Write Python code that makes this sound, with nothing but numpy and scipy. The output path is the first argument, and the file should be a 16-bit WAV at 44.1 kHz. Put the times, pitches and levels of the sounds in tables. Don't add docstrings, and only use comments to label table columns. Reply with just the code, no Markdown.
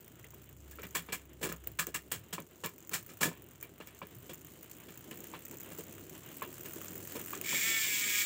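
import sys
import numpy as np
from scipy import signal
from scipy.fft import rfft, irfft
from scipy.io import wavfile

SR = 44100
rng = np.random.default_rng(int(sys.argv[2]) if len(sys.argv) > 2 else 0)


def wav_record(signal):
    frames = np.transpose(np.atleast_2d(signal))
    bounded = np.clip(frames, -1, 1)
    quanta = np.round(bounded * 32767).astype(np.int16)
    wavfile.write(sys.argv[1], SR, quanta)


def voltage_ratio(decibels):
    exponent = np.asarray(decibels, float) / 20
    return 10 ** exponent


N = 363825
CRANK_STOP_S = 7.405


def links(level_db=-5.5, tail_t60=0.052):
    # (frequency [Hz], density [dB per Hz])
    tick_colour = [(710, -29), (1200, -6.5), (1980, -8.5), (2890, -6), (5020, -20), (7410, 3),
                   (11400, -26.5), (14800, 10), (16000, -2)]
    band_levels = (-3, 0, 6, -1.5)
    band_edges = ((800, 4300), (4300, 9000), (9000, 12500), (12500, 19000))
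    tail_db, colour_spread_db = -11, 1.8
    s, db = link_times()
    colours = rng.standard_normal((900, 4))[:len(s)]
    noise = coloured(rng.standard_normal(N), tick_colour)
    out = 0
    for colour, band_db, edges in zip(colours.T, band_levels, band_edges):
        strikes = np.zeros(N)
        strikes[(s * SR).astype(int)] = voltage_ratio(db + level_db + band_db + colour_spread_db * colour)
        envelope = snap(strikes) + voltage_ratio(tail_db) * dying(strikes, tail_t60)
        out = out + envelope * band(noise, *edges)
    return out


def link_times():
    # (time [s], rate [links per s])
    chain = [(0, 54.18), (.7, 52.78), (1.3, 51.52), (1.9, 53.33), (2.2, 43.55), (2.87, 44.74),
             (2.97, 53.95), (3.2, 57.39), (3.3, 44.32), (3.6, 43.41), (4, 49.8), (4.5, 55.7), (5, 58.71),
             (5.4, 66.65), (5.8, 67.85), (6.4, 74.68), (7, 83.73), (7.42, 88.96)]
    # (time [s], peak level [dB])
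    catch = [
        (7.413, -16.5),
    ]
    # (time [s], peak level [dB])
    stiff = [(0.0433, -59), (0.0794, -44), (0.1957, -51), (0.244, -44), (0.344, -45), (0.4414, -49),
             (0.711, -43), (0.819, -44), (1.5242, -32), (1.6721, -32.5), (1.8684, -31.5), (2.12, -24),
             (2.4019, -38), (2.6602, -28.5), (2.8933, -36), (3.6114, -42), (3.6274, -35), (3.872, -41),
             (4.3334, -41), (4.344, -44), (4.4693, -43), (4.6294, -43), (4.7136, -42.5), (5.111, -36.5),
             (5.241, -38), (5.6063, -41.5), (5.7855, -40), (6.815, -37), (6.8448, -42), (7.196, -34.5)]
    first_link, reseat_late = .37, .25
    link_db, inner_db, reseat_db, stiff_db = -41.5, -4.5, -7, 10
    pull_share, slack_db, spread_db = 0.83, 1.5, 2.5
    per_s = in_time(chain)[0]
    passed = np.cumsum(per_s) / SR - first_link
    count = np.arange(int(passed[int(CRANK_STOP_S * SR)]))
    chance = rng.standard_normal((600, 3))[:len(count)]
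    s = np.interp(count + .04 * chance[:, 0], passed, np.arange(N) / SR)
    at = (s * SR).astype(int)
    outer = count % 2 == 0
    db = (pulled((link_db, pull_share, 0)) + slack_db * drift(6.5))[at]
    db = db + inner_db * ~outer + spread_db * chance[:, 1]
    again_s = s + reseat_late / per_s[at]
    again_db = db + reseat_db + spread_db * chance[:, 2]
    again = np.transpose([again_s, again_db])[outer]
    return np.vstack([catch, np.add(stiff, [0, stiff_db]), np.transpose([s, db]), again]).T


def clanks(rise_s=0.0022, hold_t60=0.19, fall_t60=0.19, grain_db=2.5, knock_db=4.5, knock_t60=0.014, room_db=-21.5):
    # (frequency [Hz], density [dB per Hz])
    clank_colour = [(59, 0), (100, -13.5), (452, -4), (801, -13), (930, -8.5), (1760, -3.5), (2000, -5),
                    (2990, -5), (3940, -5), (4200, -5.5), (6020, -3.5), (7450, 6), (9820, -5.5), (15000, 0),
                    (16000, 13)]
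    # (frequency [Hz], width [Hz], level [dB])
    sprocket_modes = [(760, 70, 0), (1050, 70, 7), (1250, 70, 6), (1700, 80, 8), (2350, 80, 8),
                      (2800, 90, 6), (3350, 90, 6), (4250, 120, 4), (5350, 150, 8)]
    # (time [s], peak
    # level [dB], ring frequency [Hz], thud level [dB], rattle length [s])
    bright_clanks = [(0.711, -49, 1780, -4, 0.01), (0.949, -26, 1780, -16, 0.055),
                     (1.122, -27.5, 2330, -14, 0.026), (1.412, -41, 790, 6, 0.049), (1.428, -30, 1090, -8, 0.017),
                     (1.449, -37.5, 2870, 9.5, 0.025), (1.489, -39, 1120, -2, 0.011),
                     (1.666, -50.5, 1830, 9, 0.04), (1.788, -24.5, 1190, -22.5, 0.036),
                     (1.868, -44, 1630, 7, 0.021), (1.942, -27, 1920, -16.5, 0.019),
                     (2.115, -29, 3200, -10.5, 0.067), (2.327, -30, 3200, -12, 0.019),
                     (2.659, -46.5, 2330, -3, 0.011), (2.912, -40.5, 1060, -2, 0.032),
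                     (2.933, -24.5, 1820, -25, 0.037), (3.089, -46, 1280, -6, 0.05),
                     (3.208, -24.5, 990, -6, 0.035), (3.229, -24.5, 1710, -15, 0.021),
                     (3.253, -34.5, 1580, 8.5, 0.042), (3.625, -49, 2290, 3, 0.029),
                     (6.648, -43.5, 2570, -3, 0.063), (6.76, -48.5, 1320, 13, 0.097), (7.151, -40, 990, 8, 0.035)]
    # (time [s], peak level [dB], ring frequency [Hz], thud level [dB], jingle level [dB])
    knocks = [(0.242, -49.5, 2030, -3, -22), (0.335, -58.5, 1060, 9, -25), (0.786, -41.5, 1320, 1, -17.5),
              (0.83, -37, 1930, -0.5, -8), (1.086, -40.5, 990, 0, -12), (1.518, -40.5, 1330, 0, -16),
              (2.381, -39, 1040, 4, -24), (2.636, -28.5, 980, -7.5, -2.5), (3.314, -49.5, 980, 5, -22),
              (3.801, -41.5, 890, -1, -7), (3.87, -48.5, 2310, -7, 0), (4.017, -40, 1070, 2, -23),
              (4.293, -38.5, 3330, 0.5, -2.5), (4.884, -44, 3350, -23, -5), (5.112, -39.5, 2920, -4, -7),
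              (5.24, -50, 2950, -25, -13), (5.337, -36.5, 1010, -4.5, -16), (5.53, -46, 910, 5, -13),
              (5.71, -45.5, 956, 1, 0), (5.784, -47, 1110, 8, 4), (6.42, -33, 1080, -2.5, -20.5),
              (7.193, -41.5, 2220, -18, -7), (7.333, -34.5, 1140, -14, -21), (7.528, -39.5, 990, 1, -19.5)]
    shift_jingle_db, knock_rattle_s, sprocket_db = 1.5, .022, -6
    jingle_follows, kick_follows_thud = 1.4, 0.37
    frame_hz, frame_width_hz, frame_db = 948, 10.5, -7.5

    out, kicks, t = np.zeros(N), np.zeros(N), np.arange(SR // 3) / SR
    noise = rng.standard_normal(N)
    grains_db = grain_db * rng.exponential(1, N // 32 + 1).clip(0, 3)
    rattle = coloured(noise * voltage_ratio(grains_db.repeat(32)[:N]), clank_colour)
    regions = ((100, 650), (550, 3700), (3700, 19000))
    thud, body, jingle = (rms_one(band(band(rattle, *edges), *edges)) for edges in regions)
    bright = body + 2 * jingle
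    rings = np.array([voltage_ratio(g + sprocket_db) * resonate(bright, hz, width) for hz, width, g in sprocket_modes])
    strengths = voltage_ratio(4 * rng.standard_normal((80, len(rings))))
    blows = [(*row[:4], shift_jingle_db, row[4]) for row in bright_clanks]
    blows += [(*row, knock_rattle_s) for row in knocks]
    for (s, db, hz, thud_db, jingle_db, length), mix in zip(blows, strengths):
        at = slice(int(s * SR), min(N, int(s * SR) + len(t)))
        u = t[:at.stop - at.start]
        fall = voltage_ratio(-60 * u / hold_t60 - 60 * np.maximum(u - length, 0) / fall_t60)
        shape = (1 - np.exp(-u / rise_s)) * (fall + voltage_ratio(room_db - u / 0.0046))
        mix[-2:] *= min(1, voltage_ratio(jingle_db))
        middle = shape * (body[at] + mix @ rings[:, at])
        middle = middle + resonate(middle, hz, 250)
        knock = voltage_ratio(knock_db - 0.86 * jingle_db - 60 * u / knock_t60) * (1 - np.exp(-u / 0.0005))
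        knock = knock * (np.sin(2 * np.pi * hz * u) + 0.27 * np.sin(2 * np.pi * 2380 * u))
        ends = voltage_ratio(thud_db + 5.0) * thud[at] + voltage_ratio(jingle_follows * jingle_db + 11) * jingle[at]
        out[at] += voltage_ratio(db - 13.0) * (knock + middle + shape * ends)
        kicks[at] += voltage_ratio(db + 2.0 + kick_follows_thud * thud_db) * shape
    stand = resonate(kicks * rng.standard_normal(N), 167.0, 18.0)
    frame = resonate(out, frame_hz, frame_width_hz)
    return out + voltage_ratio(15.0) * stand + voltage_ratio(frame_db) * frame


def freehub(level_db=1.55):
    # (time [s], rate [teeth per s], level [dB])
    freewheel = [(7.432, 40, -38), (7.46, 66, -33.5), (7.49, 126, -31), (7.538, 161, -32),
                 (7.628, 220, -33), (7.68, 227, -32.5), (7.764, 223, -32.5), (7.945, 207, -32.8),
                 (8.25, 206.5, -32.8)]
    # (lateness [share of a tooth], level [dB])
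    pawls = [
        (0, 0),
        (.16, -3),
        (.36, -5),
    ]
    # (frequency [Hz], width [Hz], level [dB])
    hub_modes = [(2255, 130, -5.5), (2330, 30, -5), (2450, 30, -12), (3345, 24, -4), (1780, 54, -7),
                 (6890, 90, -4), (7480, 200, -0.5)]
    # (frequency [Hz], density [dB per Hz])
    hub_colour = [(410, -70), (700, -39), (1050, -19), (1180, -19), (1280, -14.5), (2240, -5),
                  (2590, -10.5), (3460, -10), (4050, -15.5), (5330, -14.5), (7390, -12), (10100, -22.5),
                  (12600, -23.5), (14800, -6.5), (16000, -10.5)]
    chatter_db, ring_db, sway_db = -1, 7, 1.5
    per_s, db = in_time(freewheel)
    coasting = np.arange(N) >= freewheel[0][0] * SR
    teeth = np.cumsum(per_s * coasting) / SR + .64
    t = np.arange(SR // 5) / SR
    hits, chatter = 0, 0
    for late, pawl_db in pawls:
        wander = .05 * drift(11)
        at = np.flatnonzero(np.diff(np.floor(np.maximum(teeth - wander - late, 0))))
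        chance = rng.standard_normal((400, 2))[:len(at)]
        drops = np.zeros(N)
        jitter = np.round(25e-6 * SR * chance[:, 0]).astype(int)
        at = np.clip(at + jitter, 0, N - 1)
        drops[at] = voltage_ratio(pawl_db + sway_db * drift(24)[at] + 1.5 * chance[:, 1])
        echoes = rng.standard_normal(len(t)) * (voltage_ratio(-60 * t / .015) + voltage_ratio(-13 - 60 * t / .14))
        hits = hits + signal.fftconvolve(drops, echoes)[:N]
        chatter = chatter + dying(drops, .03)
    chatter = band(chatter * rng.standard_normal(N), 2400, 19000)
    hits = rms_one(hits) + voltage_ratio(chatter_db) * rms_one(chatter)
    hits = hits + sum(voltage_ratio(ring_db + g + 0.95 * drift(28)) * resonate(hits, hz, width)
                      for hz, width, g in hub_modes)
    buzz = coloured(hits, hub_colour)
    return voltage_ratio(db + level_db) * buzz / np.sqrt(np.mean(buzz[-SR // 2:] ** 2))


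def drive_train(hum_hz=66.4, wobble_hz=2.7, patchy_db=2.5):
    # (time [s], level [dB])
    sway = [(0, -71), (.7, -56), (1.0, -61.5), (1.5, -56.5), (2.0, -63), (2.5, -74), (4.0, -67), (5.0, -72),
            (8.25, -75)]
    # (frequency [Hz], density [dB per Hz])
    rumble = [(88, -16.5), (150, 4), (217, 1.5), (350, 5), (445, -1), (735, -12), (823, -14), (900, -18.5),
              (1170, -37), (1980, -120)]
    whirr = [(350, -43), (600, 13), (831, 5.5), (943, 10), (2520, 7), (2980, 10), (4000, 0.5), (5200, -43),
             (8800, -120)]
    hiss = [(2350, -57), (4000, -10), (5500, -12.5), (7480, -3), (10100, -15), (11600, -12), (14800, -4),
            (16000, -17.5)]
    rumble_db, whirr_db = pulled((-61.5, 0.76, -4)), pulled((-68.5, 0.69, -1.5))
    hiss_db, boom_db = pulled((-70.5, 0.99, 8.5)), pulled((-65, -0.32, -0.91))
    stand_db = pulled((-66.5, 0.6, -4.5))
    hum_db, = in_time(sway)
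    hum = np.sqrt(2) * np.sin(2 * np.pi * np.cumsum(hum_hz + wobble_hz * drift(1.7)) / SR)
    out = voltage_ratio(hum_db + 1.5 * drift(8)) * hum
    second_mode = np.sin(2 * np.pi * np.cumsum(96 + 1.7 * drift(5)) / SR)
    out = out + voltage_ratio(stand_db + 2.5 * drift(3)) * second_mode
    boom = rms_one(band(rng.standard_normal(N), 94, 147))
    out = out + voltage_ratio(boom_db + 5.4 * drift(11)) * boom
    ticks = (rng.random(N) < 90 / SR) * voltage_ratio(3 * rng.standard_normal(N))
    pulleys = 1 + voltage_ratio(-2) * snap(ticks)
    layers = ((rumble_db, rumble, 1), (whirr_db, whirr, np.sqrt(pulleys)), (hiss_db, hiss, pulleys))
    for db, spectrum, grain in layers:
        noise = rms_one(coloured(rng.standard_normal(N), spectrum))
        out = out + voltage_ratio(db + patchy_db * drift(25)) * grain * noise
    return out


def pulled(law):
    # (time [s], level [dB])
    effort = [(0, 1), (.45, -3.5), (.9, 2.5), (1.4, -1.5), (2.5, -0.5), (3.1, 3.5), (3.5, -0.5), (4.4, 3),
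              (5.3, 8), (6.2, 8), (6.8, 11.5), (7.4, 14.5)]
    db, share, coast_db = law
    coasting = np.clip((np.arange(N) / SR - CRANK_STOP_S) / 0.36, 0, 1)
    return db + share * in_time(effort)[0] + coast_db * coasting


def snap(strikes):
    return dying(dying(strikes, .0065), .004) / 12


def dying(strikes, t60):
    return signal.lfilter([1], [1, -voltage_ratio(-60 / (t60 * SR))], strikes + 1e-18)


def resonate(x, hz, width_hz):
    r = np.exp(-np.pi * width_hz / SR)
    gain = (1 - r * r) / 2
    return signal.lfilter([gain, 0, -gain], [1, -2 * r * np.cos(2 * np.pi * hz / SR), r * r], x)


def response(spectrum):
    hz, db = np.transpose(spectrum)
    size = 8192
    bins_hz = np.arange(size // 2 + 1) * SR / size
    cepstrum = irfft(np.log(voltage_ratio(np.interp(np.log(bins_hz + 1), np.log(hz), db))))
    cepstrum[1:size // 2] *= 2
    cepstrum[size // 2 + 1:] = 0
    taps = irfft(np.exp(rfft(cepstrum)))
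    return taps / np.sqrt(np.sum(taps ** 2))


def coloured(x, spectrum):
    return signal.fftconvolve(x, response(spectrum))[:len(x)]


def band(x, low_hz, high_hz):
    edges = [low_hz, min(high_hz, .45 * SR)]
    return signal.sosfilt(signal.butter(2, edges, "band", fs=SR, output="sos"), x)


def rms_one(x):
    return x / np.sqrt(np.mean(x ** 2) + 1e-20)


def in_time(rows):
    s, *columns = np.transpose(rows)
    return [np.interp(np.arange(N) / SR, s, c) for c in columns]


def drift(rate):
    knots = rng.standard_normal(int(N / SR * 40) + 2)
    return np.interp(np.arange(N) / SR * rate, np.arange(len(knots)), knots)


def scene():
    return (links() + clanks() + freehub() + drive_train())[None]


def roll_off(x):
    return signal.sosfilt(signal.butter(12, 16980, fs=SR, output="sos"), x)


def record(dry):
    mix = signal.sosfilt(signal.butter(5, 58, "high", fs=SR, output="sos"), dry)
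    mix = signal.sosfilt(signal.cheby2(12, 45, 16200, fs=SR, output="sos"), mix)
    return roll_off(mix)


dry = scene()
out = record(dry)
wav_record(out)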